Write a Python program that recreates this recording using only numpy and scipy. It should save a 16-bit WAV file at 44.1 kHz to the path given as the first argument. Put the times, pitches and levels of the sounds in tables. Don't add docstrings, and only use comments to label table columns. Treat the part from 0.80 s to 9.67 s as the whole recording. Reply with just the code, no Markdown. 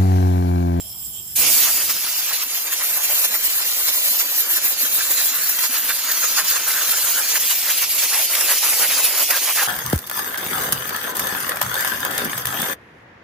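import sys
import numpy as np
from scipy import signal
from scipy.fft import rfft, irfft, next_fast_len
from scipy.io import wavfile
from scipy.ndimage import uniform_filter1d

SR = 44100
rng = np.random.default_rng(int(sys.argv[2]) if len(sys.argv) > 2 else 0)


def waveform_to_disk(signal):
    frames = np.transpose(np.atleast_2d(signal))
    scaled = np.clip(frames, -1, 1) * 32767
    samples = np.round(scaled).astype(np.int16)
    wavfile.write(sys.argv[1], SR, samples)


N = 391166

# pitch_hz, relative density_db (per Hz)
RUMBLE_SHAPE = [(15, -42), (25, -30), (52, -10.5), (75, -8.5), (129, -14), (170, -18.5), (201, -19),
                (267, -29), (326, -25), (533, -34), (689, -26), (1610, -34), (2800, -34), (3640, -67),
                (6160, -120)]
# pitch_hz, width_hz, relative level_db, left_minus_right_db
LEAK_MODES = [(3210, 200, -51.5, -2), (3860, 500, -73, -1), (5280, 140, -52, 1), (6440, 700, -62, -3),
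              (7560, 110, -47, -14), (9800, 320, -50.5, -7), (10800, 640, -47.5, -2), (13300, 310, -42, 0),
              (14750, 600, -44, -5)]
# start_s, envelope peak level_db, pitch_hz, left_minus_right_db
GUST_THUMPS = [(1.523, -50, 334, -1.5), (1.663, -44, 282, -1.0), (2.219, -47, 334, -3.0),
               (2.374, -48, 272, -2.5), (2.501, -45, 218, -1.0), (3.308, -39, 237, -3.5),
               (3.458, -41, 299, -1.0), (3.569, -41, 336, -1.0), (3.733, -40, 320, -2.0),
               (4.029, -36, 270, -2.0), (4.147, -46, 296, -3.5), (4.301, -40, 323, -3.0),
               (4.518, -44, 291, -3.0), (4.715, -46, 307, -1.5), (4.892, -37, 256, -2.0),
               (5.031, -42, 275, -2.0), (5.244, -46, 253, -1.0), (5.627, -46, 196, -2.0),
               (5.716, -43, 339, -0.5), (5.812, -41, 318, -0.5), (6.087, -42, 234, -2.5),
               (7.257, -45, 318, -2.5), (7.638, -39, 326, -4.0), (7.903, -44, 318, -4.5),
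               (8.409, -41, 320, -3.5), (8.524, -41, 334, -2.5)]
# pitch_hz, relative density_db (per Hz)
HISS_SHAPE = [(4200, -42), (6500, -7), (7800, -4), (8600, -7.5), (10000, -2.5), (11200, -2.5),
              (12000, -1.5), (13500, -1.5), (15000, 2), (16000, -3.5)]
# pitch_hz, relative density_db (per Hz)
PATTER_SHAPE = [(1410, -20), (2400, -3), (2730, -1), (3590, -3.5), (5060, -2.5), (5750, -2), (7020, -2.5),
                (8190, -9.5), (9000, -7), (11700, -1.5), (19800, -120)]
# pitch_hz, relative density_db (per Hz)
ROAR_SHAPE = [(59, -59), (100, -25), (310, -10), (414, -11.5), (500, -4.5), (784, -8), (906, -7),
              (1510, -8), (2260, -10), (2730, -10.5), (3200, -16.5), (4160, -76), (7040, -120)]
# time_s, hiss_db, patter_db, roar_db, low_over_roar_db
STEADY_STREAM = [(0.57, -14.5, -24, -40.5, -17), (0.7, -16, -22.5, -35, -11), (0.87, -14.5, -25, -39, -14),
                 (1.0, -21.5, -29, -37, -13), (1.2, -25.5, -29, -40, -14), (1.6, -30, -27, -38, -18),
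                 (1.85, -34, -32.5, -39, -12), (2.3, -28.5, -28, -36.5, -8.5),
                 (3.0, -25, -28.5, -35.5, -10.5), (3.7, -35, -31, -41.5, -6.5), (4.3, -25, -31, -40.5, -9),
                 (5.0, -24.5, -31.5, -41.5, -11), (5.6, -29, -29, -37, -13),
                 (6.2, -20.5, -28.5, -37, -11.5), (6.8, -26.5, -25, -37.5, -9.5), (7.3, -23, -26, -39, -6),
                 (8.0, -23, -24, -29, -7), (8.87, -24.5, -23.5, -30.5, -10)]
# centre_s, half_length_s, roar pitch_hz, hiss_rise_db, patter_rise_db, roar_rise_db
SAND_SLUGS = [(0.656, 0.028, 1200, -1.5, 2, 4), (0.842, 0.032, 1200.0, -1, 2.5, 7),
              (0.895, 0.018, 1120.0, -1.5, 0, 14.5), (1.014, 0.011, 790.0, 3.5, 2.5, 5),
              (1.106, 0.011, 830.0, 5, 4.5, 10), (1.27, 0.02, 1280.0, -3, 2, 6),
              (1.519, 0.01, 960.0, -6, -1, 13), (1.624, 0.01, 1330.0, 0, 1.5, 0),
              (1.766, 0.013, 820.0, 2, 3.5, 5), (1.883, 0.012, 990.0, 0.5, 4, 7),
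              (1.93, 0.013, 1780.0, 6, 7, 9), (2.01, 0.013, 1070.0, -1, 4, 11),
              (2.043, 0.018, 1260.0, 3, 3, 9), (2.104, 0.01, 650.0, 3.5, 3, 3),
              (2.165, 0.034, 960.0, 3, 1.5, 9.5), (2.246, 0.009, 860.0, 3, 4, 2),
              (2.318, 0.014, 784, 4, 0.5, 12), (2.39, 0.034, 970.0, 4, 2, 3.5),
              (2.45, 0.01, 1210.0, 7, 7, 14.5), (2.551, 0.0099, 1010.0, 6, 1.5, 14.5),
              (2.655, 0.018, 2570.0, 8, 0.5, 2), (2.77, 0.02, 1870.0, 4.5, -2, 0),
              (2.91, 0.025, 1000, 0.5, 0.5, 3), (3.012, 0.01, 870.0, 3, 1, 7),
              (3.088, 0.012, 1090.0, 2, 7, 8.5), (3.153, 0.015, 1000, 4, 0.5, 2),
              (3.262, 0.022, 1480.0, 5, 3, 4), (3.333, 0.026, 1020.0, 6.5, 3.5, 6),
              (3.403, 0.015, 1980.0, 7, 6, 12), (3.59, 0.037, 910.0, 6, 2.5, -0.5),
              (3.714, 0.025, 1150.0, 8, 1.5, 3.5), (3.769, 0.015, 1200.0, 8, 3, 8),
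              (3.855, 0.015, 780.0, 9, 3, 7), (3.902, 0.02, 810.0, 9, 0, 6),
              (4.009, 0.029, 640.0, 5.5, -0.5, 2), (4.056, 0.0062, 1480.0, 5, 1, 8),
              (4.153, 0.026, 1120.0, 5, -1.5, 3), (4.205, 0.016, 1460.0, 2, 4.5, 14),
              (4.31, 0.014, 610.0, 4.5, 0.5, 10), (4.394, 0.019, 1500.0, 2, 5, 6.5),
              (4.467, 0.023, 760.0, 6, 1.5, 2), (4.564, 0.013, 1240.0, 3.5, 0, 5.5),
              (4.694, 0.0048, 1120.0, 7, 4.5, 13), (4.841, 0.031, 1350.0, 4, 5.5, 11.5),
              (4.959, 0.022, 1280, 0.5, 5, 11), (5.103, 0.016, 1370, 1, 5, 16),
              (5.278, 0.042, 1480.0, -0.5, 2, 7.5), (5.442, 0.015, 1430.0, 2, 2, 13.5),
              (5.585, 0.018, 1320.0, 7, 6, 13.5), (5.697, 0.03, 640.0, 6.5, 4, 2),
              (5.765, 0.012, 1360.0, 4, 4.5, 11.5), (5.902, 0.024, 1290.0, 5, 2, 9.5),
              (5.98, 0.016, 1140.0, 5, 1, 8), (6.043, 0.034, 1200, 0.5, 3, 9),
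              (6.105, 0.016, 900.0, 4, 0.5, 1), (6.139, 0.0079, 700.0, 0, 4, 11),
              (6.287, 0.025, 880.0, 1.5, 2, 7), (6.396, 0.03, 720.0, 2, -0.5, 5),
              (6.507, 0.02, 1180.0, 3, 3, 4), (6.563, 0.01, 1380.0, 4, 4, 13),
              (6.712, 0.012, 1070.0, 7.5, 6, 13.5), (6.86, 0.027, 1800, -1, -0.5, 5.5),
              (6.912, 0.014, 1040.0, 6.5, 2, 11), (6.981, 0.0062, 820.0, 7, 3.5, 8),
              (7.035, 0.013, 1170.0, 6.5, 3, 17), (7.194, 0.01, 1550.0, 1, 5, 5),
              (7.239, 0.021, 1320.0, 1, 3, 16.5), (7.355, 0.037, 940, 1, 2, 16.5),
              (7.41, 0.017, 940, 4, 1, 7), (7.51, 0.013, 1100, 0, 0.5, 2), (7.62, 0.013, 1200, 1, -0.5, 4),
              (7.552, 0.045, 1220, 0, 0.5, 13), (7.711, 0.028, 1110, 3, 1.5, 14.5),
              (7.84, 0.025, 1000.0, 1, 1, 13.5), (7.895, 0.0099, 1500, 2, 0, 4),
              (7.929, 0.01, 1070.0, 0, 0, 9), (8.056, 0.038, 1410.0, 2.5, 1.5, 15.5),
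              (8.12, 0.017, 1100, 0, 0.5, 4.5), (8.192, 0.014, 1100.0, 5.5, -0.5, 10),
              (8.256, 0.012, 1920.0, 5.5, 4, 1), (8.388, 0.021, 1140, 2.5, 1, 9),
              (8.428, 0.012, 810.0, 5.5, 0, 9), (8.545, 0.051, 1350.0, 1.5, -1.5, 10.5),
              (8.64, 0.015, 1100, -1, -0.5, 2), (8.694, 0.015, 1160, 2, -1.5, 11.5),
              (8.792, 0.015, 1500, 2, 1.5, 16), (8.823, 0.011, 1000, 2, -0.5, 15)]
# centre_s, half_length_s, hiss_drop_db, patter_drop_db, roar_drop_db
THIN_MOMENTS = [(1.661, 0.024, 4, 5.5, 1), (1.967, 0.012, 1, -3, 2), (2.482, 0.012, -1, 2, 6),
                (2.583, 0.034, 1, 3.5, 6), (2.835, 0.02, 3, -1, -0.5), (2.97, 0.015, 3, 0, 2),
                (3.965, 0.012, 4, 1, 0), (4.504, 0.026, 2.5, 0, 2), (4.881, 0.012, 4, 4, 8),
                (5.224, 0.015, 2, 1.5, 3.5), (5.816, 0.035, 1, 0.5, 0), (5.635, 0.0064, 1, 3, 6),
                (6.162, 0.013, 3, -1.5, 4), (6.588, 0.0072, 5, 2.5, 3), (6.79, 0.031, -2, 1, 2.5),
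                (7.062, 0.023, 7, 1.5, 5), (7.132, 0.034, -1, 0, 1), (7.31, 0.022, 4, -2, -1.5),
                (7.477, 0.012, 10, 0.5, 7), (7.804, 0.017, 3, 1, 12), (8.079, 0.014, 4, 2.5, 12),
                (8.322, 0.059, 0.5, 4, -2), (8.47, 0.019, 4, 2.5, 13), (8.599, 0.0095, 4, 1, 14),
                (8.742, 0.011, -1, 2.5, 12)]
# centre_s, level_change_db
LEVEL_JUMPS = [(4.191, 1.5), (4.689, -4), (4.791, 6.5), (5.318, 5), (6.095, 5), (7.036, -1.5), (7.51, 2.5),
               (7.83, 1), (7.554, 5.5), (7.61, 5), (8.05, -0.5), (8.248, 3.5), (8.33, 2.5), (8.433, -1),
               (8.509, 7), (8.562, 2.5)]
# time_s, relative level_db
DEEP_ROAR = [(0.57, -29.5), (1.3, -48.5), (2.9, -47), (3.8, -45), (6.4, -44.5), (7.1, -47.5), (8.2, -45.5),
             (8.87, -46.5)]
# time_s, hollow_hz, hollow_db, hiss_peak_hz, hiss_peak_db,
# rim_hz, rim_db, rib_hz, rib_db
GUN_SWEEP = [(0.57, 2140, -3, 13100, -22, 6900, -6, 4800, -10),
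             (1.0, 1900, -4, 13700, -12, 6900, 0, 4750, -0.5),
             (1.25, 1900, -1, 13500, -1, 6900, -7, 4740, -2),
             (1.52, 1940, 0, 13300, 6.5, 6900, -3, 4700, -4.5),
             (2.09, 2000, -2, 12200, 11, 7100, -3, 4100, -15),
             (2.65, 2050, 5, 14100, 1.5, 7300, -3, 4060, -5),
             (3.13, 1780, -2.5, 13700, 4, 7100, -6, 4180, -2.5),
             (3.6, 1830, 9.5, 12300, 12.5, 7240, 1.5, 3840, -3),
             (4.1, 1720, 7, 13300, 5.5, 7000, 7.5, 4100, 3), (4.6, 1640, 10, 13300, -2, 6900, 6, 4140, 0),
             (5.14, 1660, 9.5, 13000, 2.5, 6600, -12, 4300, 2),
             (5.45, 1610, 5, 13400, 6, 6540, 10, 4200, 1),
             (5.89, 1610, 6.5, 13200, -9, 6400, -4.5, 4350, -5),
             (6.35, 1600, 6.5, 13800, -11, 6900, 5.5, 4300, -2),
             (6.8, 2060, 2.5, 13400, 3.5, 6800, -12, 4860, -9),
             (7.11, 2100, 2, 12400, 0.5, 6960, -15, 4660, -13),
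             (7.83, 2050, -7, 11300, 2.5, 6800, -7, 4730, -8.5),
             (8.35, 2010, -11, 11700, 0, 6900, -8, 4670, -5),
             (8.87, 1900, -2, 13100, -4, 6900, -9, 4660, -25)]
# time_s, left_lag_ms, share heard alike by both microphones (0-1), left_minus_right_db
LANDING_SPOT = [(.6, 0.006, 0.53, -2.5), (1.2, 0.038, 1, -0.5), (2, 0.1, 1, -0.5), (3.3, 0.13, 0.96, -0.5),
                (4.2, 0.08, 0.98, -0.5), (5, 0.049, 1, -0.1), (8.87, 0.02, 0.97, -0.5)]
# pitch_hz, left_minus_right_db (used about its mean)
PHONE_SHADE = [(60, 7), (110, 5), (200, 2), (380, 3), (700, 2.5), (1290, 3), (2380, 4.5), (4400, 3.5),
               (8120, 3), (15000, 5.5)]
# pitch_hz, likeness (0-1)
MIC_LIKENESS = [(60, 0.96), (125, 0.86), (300, 0.84), (700, 0.91), (1600, 0.99), (3000, 0.9), (5000, 0.42),
                (15000, 0.62)]

WIN, HOP = 512, 192
BIN_HZ = np.maximum(np.fft.rfftfreq(WIN, 1 / SR), 1)[:, None]
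FRAME_S = np.arange(-(-N // HOP) + 1) * HOP / SR
HALF_SIDES = np.array([.5, -.5])[:, None, None]

VALVE_S, VALVE_RISE_S = 0.552, 0.013
BACKGROUND_DB, SINKS_FROM_S, SINK_DB_PER_S, SUNK_DB = -48, 0.61, 33, -75.5
LEAK_OVER_RUMBLE_DB = 53
LEAK_FLICKER_DB, LEAK_FLICKER_RATE = 2.5, 28
THUMP_CYCLES = 1.5
WANDER_MS, WANDER_RATE = 0.046, 12
DRIFT_RATE = 38
EDGE = 2.6
JUMP_S = 0.0028
ROAR_OCTAVES, ROAR_BROAD, ROAR_EXTRA = 0.54, 0.53, 0.49
WAVER_DB, WAVER_RATE = 3.5, 30
BUFFET_DB, BUFFET_RATE, BUFFET_HZ = 6, 9, 110
TOP_HZ = 15500


def undb(db):
    return 10 ** (np.asarray(db) / 20)


def unit(x):
    return x / np.sqrt(np.mean(x ** 2))


def columns(table):
    s, *rest = np.transpose(table)
    return [np.interp(FRAME_S, s, column) for column in rest]


def at(table, hz):
    table_hz, value = np.transpose(table)
    return np.interp(np.log(hz), np.log(np.maximum(table_hz, 1)), value)


def walk(rate, count=1):
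    hold = max(int(SR / HOP / rate), 1)
    held = np.repeat(rng.standard_normal((count, len(FRAME_S) // hold + 1)), hold, axis=1)
    smooth = uniform_filter1d(uniform_filter1d(held, hold), hold)
    return 1.29 * smooth[:, :len(FRAME_S)]


def bells(s, half_s):
    return np.exp(-.5 * np.abs((FRAME_S - s[:, None]) / half_s[:, None]) ** EDGE)


def bumps(table):
    s, half_s, *db = np.transpose(table)
    return np.array(db) @ bells(s, half_s)


def delay(ms):
    return np.exp(-2j * np.pi * BIN_HZ * ms / 1000)


def ring(hz, width_hz, boost_db):
    detune = (BIN_HZ - hz ** 2 / BIN_HZ) / width_hz
    return 1 + undb(boost_db) / np.sqrt(1 + detune ** 2)


def spectra_of(x):
    return signal.stft(x, nperseg=WIN, noverlap=WIN - HOP)[2]


def spray(shape, count, grit_db, flicker_db, flicker_rate, drift_db, share, lag_ms):
    size = next_fast_len(N)
    sizes = undb(grit_db * np.minimum(rng.standard_exponential((3, size)), 5.0))
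    hz = np.maximum(np.fft.rfftfreq(size, 1 / SR), 1)
    colour = undb(at(shape, hz)) * (hz > shape[0][0])
    coloured = irfft(rfft(rng.standard_normal((3, size)) * sizes) * colour, size)
    both, *own = spectra_of(unit(coloured[:, :N]))

    centres = np.geomspace(shape[0][0], shape[-1][0], count)
    steps = np.log(BIN_HZ / centres) / np.log(centres[1] / centres[0])
    bands = np.maximum(1 - np.abs(steps), 0)

    alike = np.clip(share * at(MIC_LIKENESS, BIN_HZ), 0, 1)
    wander_ms = WANDER_MS * bands @ walk(WANDER_RATE, count=count)
    late = both * delay(lag_ms + wander_ms)
    pair = np.sqrt(alike) * np.array([late, both]) + np.sqrt(1 - alike) * np.array(own)
    flicker = flicker_db * bands @ walk(flicker_rate, count=count)
    drift = drift_db * bands @ walk(DRIFT_RATE, count=count)
    return pair * undb(flicker + drift)


def rumble():
    return spray(RUMBLE_SHAPE, count=14, grit_db=2.0, drift_db=1.0, flicker_db=2.5, flicker_rate=11,
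                 share=1.0, lag_ms=0.14)


def leak():
    air = spectra_of(rng.standard_normal((2, N)))
    power = 0
    for hz, width_hz, db, pan_db in LEAK_MODES:
        centre = hz * (1 + 0.0069 * walk(14))
        peak = SR / (np.pi * width_hz) / (1 + (2 * (BIN_HZ - centre) / width_hz) ** 2)
        level_db = db + LEAK_FLICKER_DB * walk(LEAK_FLICKER_RATE) + HALF_SIDES * pan_db
        power = power + peak * undb(level_db) ** 2
    air = air * undb(2.8 * walk(30, count=len(BIN_HZ)))
    return air * np.sqrt(power / (1 + (2700 / BIN_HZ) ** 4.2))


def background():
    level_db = BACKGROUND_DB - SINK_DB_PER_S * (FRAME_S - SINKS_FROM_S)
    level_db = np.clip(level_db, SUNK_DB, BACKGROUND_DB)
    return undb(level_db) * (rumble() + undb(LEAK_OVER_RUMBLE_DB) * leak())


def thumps():
    out = np.zeros((2, N))
    for s, db, hz, pan_db in GUST_THUMPS:
        cycles = np.arange(int(6 * THUMP_CYCLES * SR / hz)) * hz / SR
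        rise = cycles / THUMP_CYCLES
        phase = rng.random((2, 1)) * 0.27
        wave = rise * np.exp(1 - rise) * np.sin(2 * np.pi * (cycles + phase))
        gain = undb(db + HALF_SIDES[:, 0] * pan_db)
        i = int(s * SR)
        out[:, i:i + len(cycles)] += (gain * wave)[:, :N - i]
    return out


def slugs():
    s, half_s, hz, hiss_db, patter_db, roar_db = np.transpose(SAND_SLUGS)
    near = ROAR_BROAD + ROAR_EXTRA * np.exp(-.5 * (np.log2(BIN_HZ / hz) / ROAR_OCTAVES) ** 2)
    swells = bells(s, half_s)
    return [db @ swells for db in (hiss_db, patter_db, near * roar_db)]


def nozzle_hiss(level_db, peak_hz, peak_db, place):
    grains = spray(HISS_SHAPE, count=30, grit_db=3.0, drift_db=1.0, flicker_db=1.5, flicker_rate=55, **place)
    sputter_db = 1.25 * walk(76)
    return undb(level_db + 0.5 + sputter_db) * ring(peak_hz, 1870, peak_db) * grains


def iron_patter(level_db, rim_hz, rim_db, rib_hz, rib_db, place):
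    grains = spray(PATTER_SHAPE, count=40, grit_db=1.5, drift_db=1.0, flicker_db=1.5, flicker_rate=55, **place)
    rim = ring(rim_hz * (1 + 0.023 * walk(6.6)), 440, rim_db + 0.88 * walk(25))
    rib = ring(rib_hz * (1 + 0.023 * walk(14)), 570, rib_db + 0.96 * walk(25))
    sputter_db = 0.5 * walk(76)
    return undb(level_db + 0.5 + sputter_db) * rim * rib * grains


def hollow_roar(level_db, low_db, hollow_hz, hollow_db, place):
    eddies = spray(ROAR_SHAPE, count=24, grit_db=2.5, drift_db=0.43, flicker_db=2.25, flicker_rate=44, **place)
    low = 1 / (1 + (BIN_HZ / 800) ** 5.7)
    upper_gain = undb(-2.5) * (1 - low) * ring(hollow_hz, 470, hollow_db)
    eddies = eddies * (upper_gain + undb(low_db + 6.5) * low)
    deep = 1 / (1 + (BIN_HZ / 260) ** 1.29)
    deep_db = deep * 1.53 * (columns(DEEP_ROAR)[0] - level_db - low_db)
    return undb(level_db + deep_db + 1.07 * walk(76)) * eddies


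def blast():
    *steady_db, low_db = columns(STEADY_STREAM)
    layers = zip(steady_db, slugs(), bumps(THIN_MOMENTS))
    hiss_db, patter_db, roar_db = (steady + rise - drop for steady, rise, drop in layers)
    hollow_hz, hollow_db, peak_hz, peak_db, rim_hz, rim_db, rib_hz, rib_db = columns(GUN_SWEEP)
    lag_ms, share, pan_db = columns(LANDING_SPOT)
    place = dict(share=share, lag_ms=lag_ms)

    jet = nozzle_hiss(hiss_db, peak_hz, peak_db, place)
    jet = jet + iron_patter(patter_db, rim_hz, rim_db, rib_hz, rib_db, place)
    jet = jet + hollow_roar(roar_db, low_db, hollow_hz, hollow_db, place)

    jump_db = bumps([(s, JUMP_S, db) for s, db in LEVEL_JUMPS])[0]
    stutter_db = 0.65 * walk(76) + jump_db
    shade_db = at(PHONE_SHADE, BIN_HZ)
    side_db = HALF_SIDES * (shade_db - shade_db.mean() + pan_db)
    waver_db = WAVER_DB * walk(WAVER_RATE, count=len(BIN_HZ)) / (1 + (1800 / BIN_HZ) ** 2)
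    buffet_db = BUFFET_DB * walk(BUFFET_RATE) / (1 + (BIN_HZ / BUFFET_HZ) ** 2)
    return jet * undb(stutter_db + side_db + waver_db + buffet_db)


def scene():
    behind, jet = (signal.istft(spectra, nperseg=WIN, noverlap=WIN - HOP)[1][:, :N]
                   for spectra in (background(), blast()))
    valve = np.clip((np.arange(N) / SR - VALVE_S) / VALVE_RISE_S, 0, 1)
    return behind + thumps() + valve * jet


def record(dry):
    rounded = np.tanh(.9 * dry) / .9
    top_cut = signal.ellip(16, .3, 90, TOP_HZ, fs=SR, output="sos")
    return signal.sosfilt(top_cut, rounded)


dry = scene()
out = record(dry)
waveform_to_disk(out)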